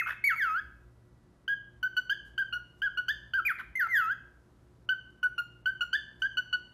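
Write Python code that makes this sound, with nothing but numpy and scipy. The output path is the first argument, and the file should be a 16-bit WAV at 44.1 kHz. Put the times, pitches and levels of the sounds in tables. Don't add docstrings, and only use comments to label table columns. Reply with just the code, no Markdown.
import sys
import numpy as np
from scipy import signal
from scipy.fft import rfft, irfft
from scipy.io import wavfile
from scipy.ndimage import uniform_filter1d

SR = 44100
rng = np.random.default_rng(int(sys.argv[2]) if len(sys.argv) > 2 else 0)


def to_linear_factor(level_db):
    exponent = np.asarray(level_db, float) / 20
    return 10 ** exponent


def unload_wav(signal):
    wavfile.write(
        sys.argv[1],
        SR,
        np.round(np.clip(np.atleast_2d(signal).T, -1, 1) * 32767).astype(np.int16),
    )


N = 296793
PRE = int(.1 * SR)
BLOCK = 12000


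def on_log(hz, table, column=1):
    table = np.array(table)
    return np.interp(np.log(np.maximum(hz, 1)), np.log(table[:, 0]), table[:, int(column)])


def noise(size, colour):
    full = max(size, BLOCK)
    spectrum = rfft(rng.standard_normal(full))
    x = irfft(spectrum * to_linear_factor(on_log(np.fft.rfftfreq(full, 1 / SR), colour)), full)
    return x[:size] / x.std()


def walk(size, rate):
    k = max(int(SR / rate), 2)
    x = uniform_filter1d(rng.standard_normal(max(size, BLOCK)), k)
    return uniform_filter1d(x, k)[:size] * np.sqrt(1.57 * k)


def add(out, s, x):
    i = max(PRE + int(s * SR), 0)
    out[i:i + len(x)] += x[:len(out) - i]


def whistle(note, jitter=.0035, shimmer_db=4.):
    # frequency in Hz, gain in dB.
    beak_tone = [(600, -5.5), (2500, 15.5), (3700, 2.5), (4500, -1), (5300, -5.5), (6200, -11.5),
                 (7300, -21.5), (8300, -13), (9500, -14), (11500, -5.5), (13300, -3), (13900, -9),
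                 (14400, -40)]
    # centre in Hz, width in Hz, gain in dB.
    side_branches = [(3800, 350, -18), (5350, 300, -15), (8300, 700, -14)]
    attack_s, release_s = .0025, .004
    air_db, air_s = -28, .013
    dive_air = .45

    s, *columns = np.transpose(note)
    t = np.arange(s[0], s[-1] + release_s, 1 / SR)
    curves = [uniform_filter1d(np.interp(t, s, c), 180, mode="nearest") for c in columns]
    hz, db, octave_db, mid_db, top_db = curves

    dive = np.clip(-np.gradient(np.log(hz)) * SR / 12, 0, 1)
    hz = hz * (1 + jitter * (1 + 2 * dive) * walk(len(t), 380))
    phase = 2 * np.pi * np.cumsum(hz) / SR

    order = np.arange(2, 12)[:, None]
    overtone_hz = order * hz
    beak = to_linear_factor(on_log(overtone_hz, beak_tone))
    top = np.clip((overtone_hz - 7500) / 2000, 0, 1) * (order > 2)
    mid = (1 - top) * (order > 2)
    size = 0
    for part, part_db in [(mid, mid_db), (top, top_db)]:
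        shaped = part * beak
        size = size + to_linear_factor(part_db) * shaped / np.sqrt(np.sum(shaped ** 2, axis=0))
    size[0] = to_linear_factor(octave_db)
    for notch_hz, width_hz, notch_db in side_branches:
        size = size * to_linear_factor(notch_db * np.exp(-((overtone_hz - notch_hz) / width_hz) ** 2))

    wander = np.array([walk(len(t), 500) + walk(len(t), 60) for _ in order])
    flicker_db = (1 + .8 * dive) * shimmer_db * np.sqrt((order - 1.7) / 5) * wander
    flicker = to_linear_factor(-5 * dive + flicker_db)
    overtones = np.sum(size * flicker * np.sin(order * (phase + 2.1)), axis=0)
    tone = np.sin(phase) + overtones

    leak = np.exp(-((t - s[0]) / air_s) ** 2) + .06 + dive_air * dive
    air = to_linear_factor(air_db) * noise(len(t), beak_tone) * leak
    attack = np.clip((t - s[0]) / attack_s, 0, 1)
    release = np.clip((t[-1] - t) / (2 * release_s), 0, 1)
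    return to_linear_factor(db) * attack * release * (np.sqrt(2) * tone + air)


def chirp(s, length, top_hz, db, bright_db, rule):
    first_hz, climb_s, sag, bright_s, upper_db, fade_db = rule
    least_climb = .008
    scoop, scoop_s = .025, .004
    sag_after_s, fade_s = .041, .01
    waver_share, waver_rate = .011, 130
    start_db, swell_s, closing_s = -3, .014, .009
    # octave, overtones to 8 kHz and above 8 kHz, in dB against the note
    open_db, closed_db, end_db = (-4, -21, -38), (-28, -31, -38), (-26, -40, -52)
    throat_hz, throat_width_hz, throat_db = 3500, 140, 30

    t = np.linspace(0, length, 40)
    first_hz = min(first_hz, top_hz * (1 - least_climb))
    hz = first_hz + (top_hz - first_hz) * np.clip(t / climb_s, 0, 1)
    hz = hz * (1 - sag * np.maximum(t - sag_after_s, 0))
    hz = hz * (1 - scoop * np.exp(-t / scoop_s))
    waver = walk(BLOCK, waver_rate)[(t * SR).astype(int)]
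    hz = hz * (1 + waver_share * (waver - waver.mean()) * np.clip(t / swell_s, 0, 1))

    swell = start_db * np.clip(1 - t / swell_s, 0, 1)
    fade = fade_db * np.clip(1 - (length - t) / fade_s, 0, 1)
    closing = [bright_s, bright_s + closing_s, max(length, bright_s + 2 * closing_s)]
    octave, mid, top = (np.interp(t, closing, c) for c in zip(open_db, closed_db, end_db))
    lift = throat_db * np.exp(-((2 * hz - throat_hz) / throat_width_hz) ** 2)
    octave = bright_db + np.minimum(octave + lift, open_db[0])
    mid = mid + upper_db + bright_db / 2
    return np.transpose([s + t, hz, db + swell + fade, octave, mid, top + upper_db / 2])


def chirps(bird):
    # start in seconds, length in seconds, top pitch in Hz, level in dB, brightness in dB.
    openers = [(1.828, .051, 1525, -28, 0), (4.889, .048, 1540, -25.5, 4), (5.229, .043, 1492, -26, -2),
               (5.657, .049, 1540, -26, 1), (6.219, .049, 1635, -27, 4)]
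    followers = [(1.966, .036, 1510, -27, -1), (2.525, .056, 1445, -33, 1), (2.972, .034, 1462, -29.5, -3),
                 (5.379, .034, 1425, -29.5, -2), (5.807, .035, 1445, -28.5, 2), (6.370, .036, 1490, -29, 3),
                 (6.527, .033, 1480, -28.5, 1)]
    climbers = [(2.095, .041, 1675, -27, 3), (3.082, .036, 1775, -26.5, 1), (5.929, .04, 1730, -25.5, 2)]
    arches = [(2.378, .053, 1600, -27.5, 3), (2.818, .064, 1640, -28, 2), (3.335, .07, 1575, -26.5, -1)]
    leaps = [(1.478, .066, 1635, -29, 1)]
    # first pitch in Hz, climb in seconds, sag in share of pitch per second,
    # bright time in seconds, upper overtones in dB, end fade in dB.
    opener_rule = (1500, .045, 0, .005, -3, -3)
    follower_rule = (1470, .012, 0, .015, 2, -5)
    climber_rule = (1480, .028, 0, .008, 3, -6)
    arch_rule = (1520, .02, 6, .004, -4, -3)
    leap_rule = (1530, .012, 0, .004, -5, -4)
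    kinds = [(openers, opener_rule), (followers, follower_rule), (climbers, climber_rule),
             (arches, arch_rule), (leaps, leap_rule)]
    for rows, rule in kinds:
        for row in rows:
            add(bird, row[0], whistle(chirp(*row, rule)))


def slide(curve, octave_db):
    # pitch in Hz, then octave, overtones to 8 kHz and above 8 kHz, in dB against the note.
    slide_colour = [(1280, -20, -28, -42), (1500, -22, -31, -40), (1760, -12, -25, -33),
                    (1980, -29, -31, -32), (2400, -29, -34, -21)]
    climb_db, full_climb = -8, 8.
    s, hz, db = np.transpose(curve)
    t = np.linspace(s[0], s[-1], 60)
    hz, db = np.interp(t, s, hz), np.interp(t, s, db)
    climb = np.clip(np.gradient(np.log2(hz), t) / full_climb, 0, 1)
    thin = climb_db * climb * (t > s[1])
    octave, mid, top = (on_log(hz, slide_colour, column=k) + thin for k in range(1, 4))
    return np.transpose([t, hz, db, octave + octave_db, mid, top])


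def slides(bird):
    # time in seconds, pitch in Hz, level in dB.
    slide_curves = [
        [(.239, 2092, -22), (.247, 2298, -23.5), (.285, 2183, -24.5), (.297, 1882, -27), (.31, 1536, -26),
         (.325, 1343, -31), (.346, 1280, -33)],
        [(.358, 2324, -43), (.385, 2219, -32.5), (.405, 1838, -30), (.43, 1590, -25), (.46, 1369, -31),
         (.5, 1259, -30), (.54, 1297, -30), (.575, 1520, -30), (.601, 1720, -32)],
        [(3.45, 2354, -35), (3.464, 2481, -26), (3.478, 2273, -26.5), (3.49, 1853, -31), (3.505, 1514, -27),
         (3.524, 1235, -34)],
        [(3.753, 2055, -31), (3.762, 2085, -29), (3.767, 2100, -39), (3.775, 2108, -29), (3.785, 2030, -41),
         (3.797, 1900, -28), (3.812, 1566, -25), (3.838, 1400, -28), (3.872, 1285, -36)],
        [(3.885, 2110, -42.5), (3.915, 2085, -33.5), (3.94, 1902, -25), (3.97, 1648, -23), (4.022, 1315, -30),
         (4.06, 1282, -30), (4.09, 1375, -32), (4.115, 1582, -27), (4.134, 1704, -35)],
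    ]
    lead_in = [(-.09, 2660, -24), (-.04, 2540, -21), (-.03, 2150, -33), (.007, 2147, -26),
               (.016, 1500, -36), (.028, 1260, -30)]
    slide_octave_db = [-8, 5, 1, -1, -7, 0]
    for curve, octave_db in zip([lead_in] + slide_curves, slide_octave_db):
        add(bird, curve[0][0], whistle(slide(curve, octave_db)))


def gasp(length, first_hz, last_hz, db, hiss_db, flutter_hz=85., swing=.12):
    t = np.arange(int(length * SR)) / SR
    flap = 2 * np.pi * flutter_hz * t + 2.2 * walk(len(t), 90)
    hz = np.linspace(first_hz, last_hz, len(t))
    hz = hz * (1 - swing * np.cos(flap) + .07 * walk(len(t), 700))
    phase = 2 * np.pi * np.cumsum(hz) / SR
    tone = np.sqrt(2) * (np.sin(phase) + 0.1 * np.sin(2 * phase)) * to_linear_factor(2.5 * walk(len(t), 500))
    rush = to_linear_factor(hiss_db) * noise(len(t), [
        (400, -20.5), (800, -5.5), (1400, -1.5), (2300, 2), (3100, -20), (4500, -21.5), (6500, -26),
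        (8300, -33), (12000, -16), (13900, -24), (14400, -52)])
    swell = np.sin(np.pi * t / length)
    puffs = 1 + 0.6 * np.sin(flap)
    return to_linear_factor(db) * puffs * (np.sqrt(swell) * tone + swell * rush)


def gasps(bird):
    # start in seconds, length in seconds, first and last pitch in Hz, level in dB,
    # air rush in dB against that level.
    gasp_rows = [(.058, .082, 1400, 1576, -34, -11), (0.344, .02, 1360, 1090, -56, 1),
                 (3.581, .04, 1837, 1400, -41, -12), (3.861, .02, 1250, 707, -53.5, 3)]
    for s, *sound in gasp_rows:
        add(bird, s, gasp(*sound))


def rustle(length, db):
    size = int(length * SR)
    grain = to_linear_factor(db + 2 * walk(size, 700))
    brush = noise(size, [(1000, -7.5), (5000, -1.5), (9000, -3), (13000, -5), (14400, -37.5)])
    return grain * np.sqrt(np.hanning(size)) * brush


def rustles(bird):
    # start in seconds, length in seconds, level in dB.
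    rustle_rows = [(1.955, 0.013, -76), (2.24, 0.074, -74.5), (2.775, 0.038, -78), (5.1, 0.0095, -77.5),
                   (6.19, 0.035, -74), (6.319, 0.027, -83)]
    for s, *sound in rustle_rows:
        add(bird, s, rustle(*sound))


def room(x, gap_s=.004, build_s=.02):
    # band centre in Hz, level in dB, time to fall by 60 dB in seconds.
    echo_bands = [(800, -8, 0.36), (1400, -14.5, .55), (1750, -10, .5), (2150, -7.5, 0.5),
                  (2600, -12, 0.65), (3173, -7, .5), (5000, -10, 0.5), (8000, -6.5, 0.49),
                  (12500, -12.5, 0.23)]
    # delay in seconds, level in dB.
    bounces = [(.0021, -21.5), (.0068, -18), (.0135, -14.5), (.021, -25), (0.036, -18.5)]
    t = np.arange(int(.9 * SR)) / SR
    spectrum = rfft(rng.standard_normal(len(t)))
    hz = np.fft.rfftfreq(len(t), 1 / SR)
    echo = 0
    for k, (_, db, t60) in enumerate(echo_bands):
        part = on_log(hz, [(row[0], j == k) for j, row in enumerate(echo_bands)])
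        rate = np.log(1000) / max(t60, .05)
        decay = np.sqrt(2 * rate / SR) * np.exp(-rate * t)
        echo = echo + to_linear_factor(db) * decay * irfft(spectrum * part, len(t))
    echo = echo * np.clip((t - gap_s) / build_s, 0, 1)
    for delay_s, db in bounces:
        echo[int(delay_s * SR)] += to_linear_factor(db)
    return signal.fftconvolve(x, echo)[:len(x)]


def appliance_hum():
    # frequency in Hz, level in dB, beat rate in Hz, beat depth from 0 to 1, beat phase in rad.
    hum_lines = [(56.8, -72, .4, .3, 0.5), (118, -65, 1.3, 0.5, 0), (230, -81.5, 1, 0.2, 0.),
                 (298, -77.5, 1.8, .2, 0.5), (358.2, -73, 4.7, 0.6, 1), (980, -85.5, .3, .6, 1),
                 (1955, -88.5, 0.087, 1, 2.5)]
    t = np.arange(N) / SR
    hum = np.zeros(N)
    for hz, db, beat_hz, depth, start in hum_lines:
        beat = 1 + depth * np.sin(2 * np.pi * beat_hz * t + start)
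        hum += to_linear_factor(db) * np.sqrt(2) * beat * np.sin(2 * np.pi * hz * t + 0.62 * walk(N, 5.4))
    return hum


def floor_rumble():
    # time in seconds, level in dB.
    rumble_level = [(0, -69.5), (.45, -65.5), (.62, -56), (.95, -62), (1.3, -69), (3, -61), (6.73, -67.5)]
    level = to_linear_factor(np.interp(np.arange(N) / SR, *np.transpose(rumble_level)))
    return level * noise(N, [(30, -45.5), (45, 0.5), (60, 8.5), (85, -8.5), (150, -48.5)])


def soft_hiss(heard):
    # frequency in Hz, level in dB per Hz.
    hiss_colour = [(18, -37.5), (30, -12), (48, -5.5), (82, -9), (166, -7), (203, -11.5), (242, -11.5),
                   (320, -17.5), (345, -18), (529, -20), (680, -22.5), (734, -24.5), (1450, -27),
                   (2340, -37.5), (12300, -47), (16000, -78.5), (22000, -120)]
    hiss_db, hiss_top_hz, duck_db = -57, 12350, -7.0
    hiss = to_linear_factor(hiss_db - 5.5 + .6 * walk(N, 1)) * noise(N, hiss_colour)
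    hiss = signal.sosfilt(signal.ellip(10, .3, 45, hiss_top_hz, fs=SR, output="sos"), hiss)
    loud = np.clip(uniform_filter1d(np.abs(heard), 3000) / .003, 0, 1)
    treble = signal.sosfilt(signal.butter(2, 1700, "high", fs=SR, output="sos"), hiss)
    return hiss - treble * (1 - to_linear_factor(duck_db * loud))


def scene():
    bird = np.zeros(N + PRE)
    chirps(bird)
    slides(bird)
    gasps(bird)
    rustles(bird)
    heard = (bird + room(bird))[PRE:]
    return (heard + soft_hiss(heard) + appliance_hum() + floor_rumble())[None]


def roll_off(x):
    return signal.sosfilt(signal.butter(12, 14350, fs=SR, output="sos"), x)


def record(dry):
    mix = signal.sosfilt(signal.butter(3, 38, "high", fs=SR, output="sos"), dry)
    mix = signal.sosfilt(signal.ellip(8, .3, 60, 14150, fs=SR, output="sos"), mix)
    return roll_off(mix)


dry = scene()
out = record(dry)
unload_wav(out)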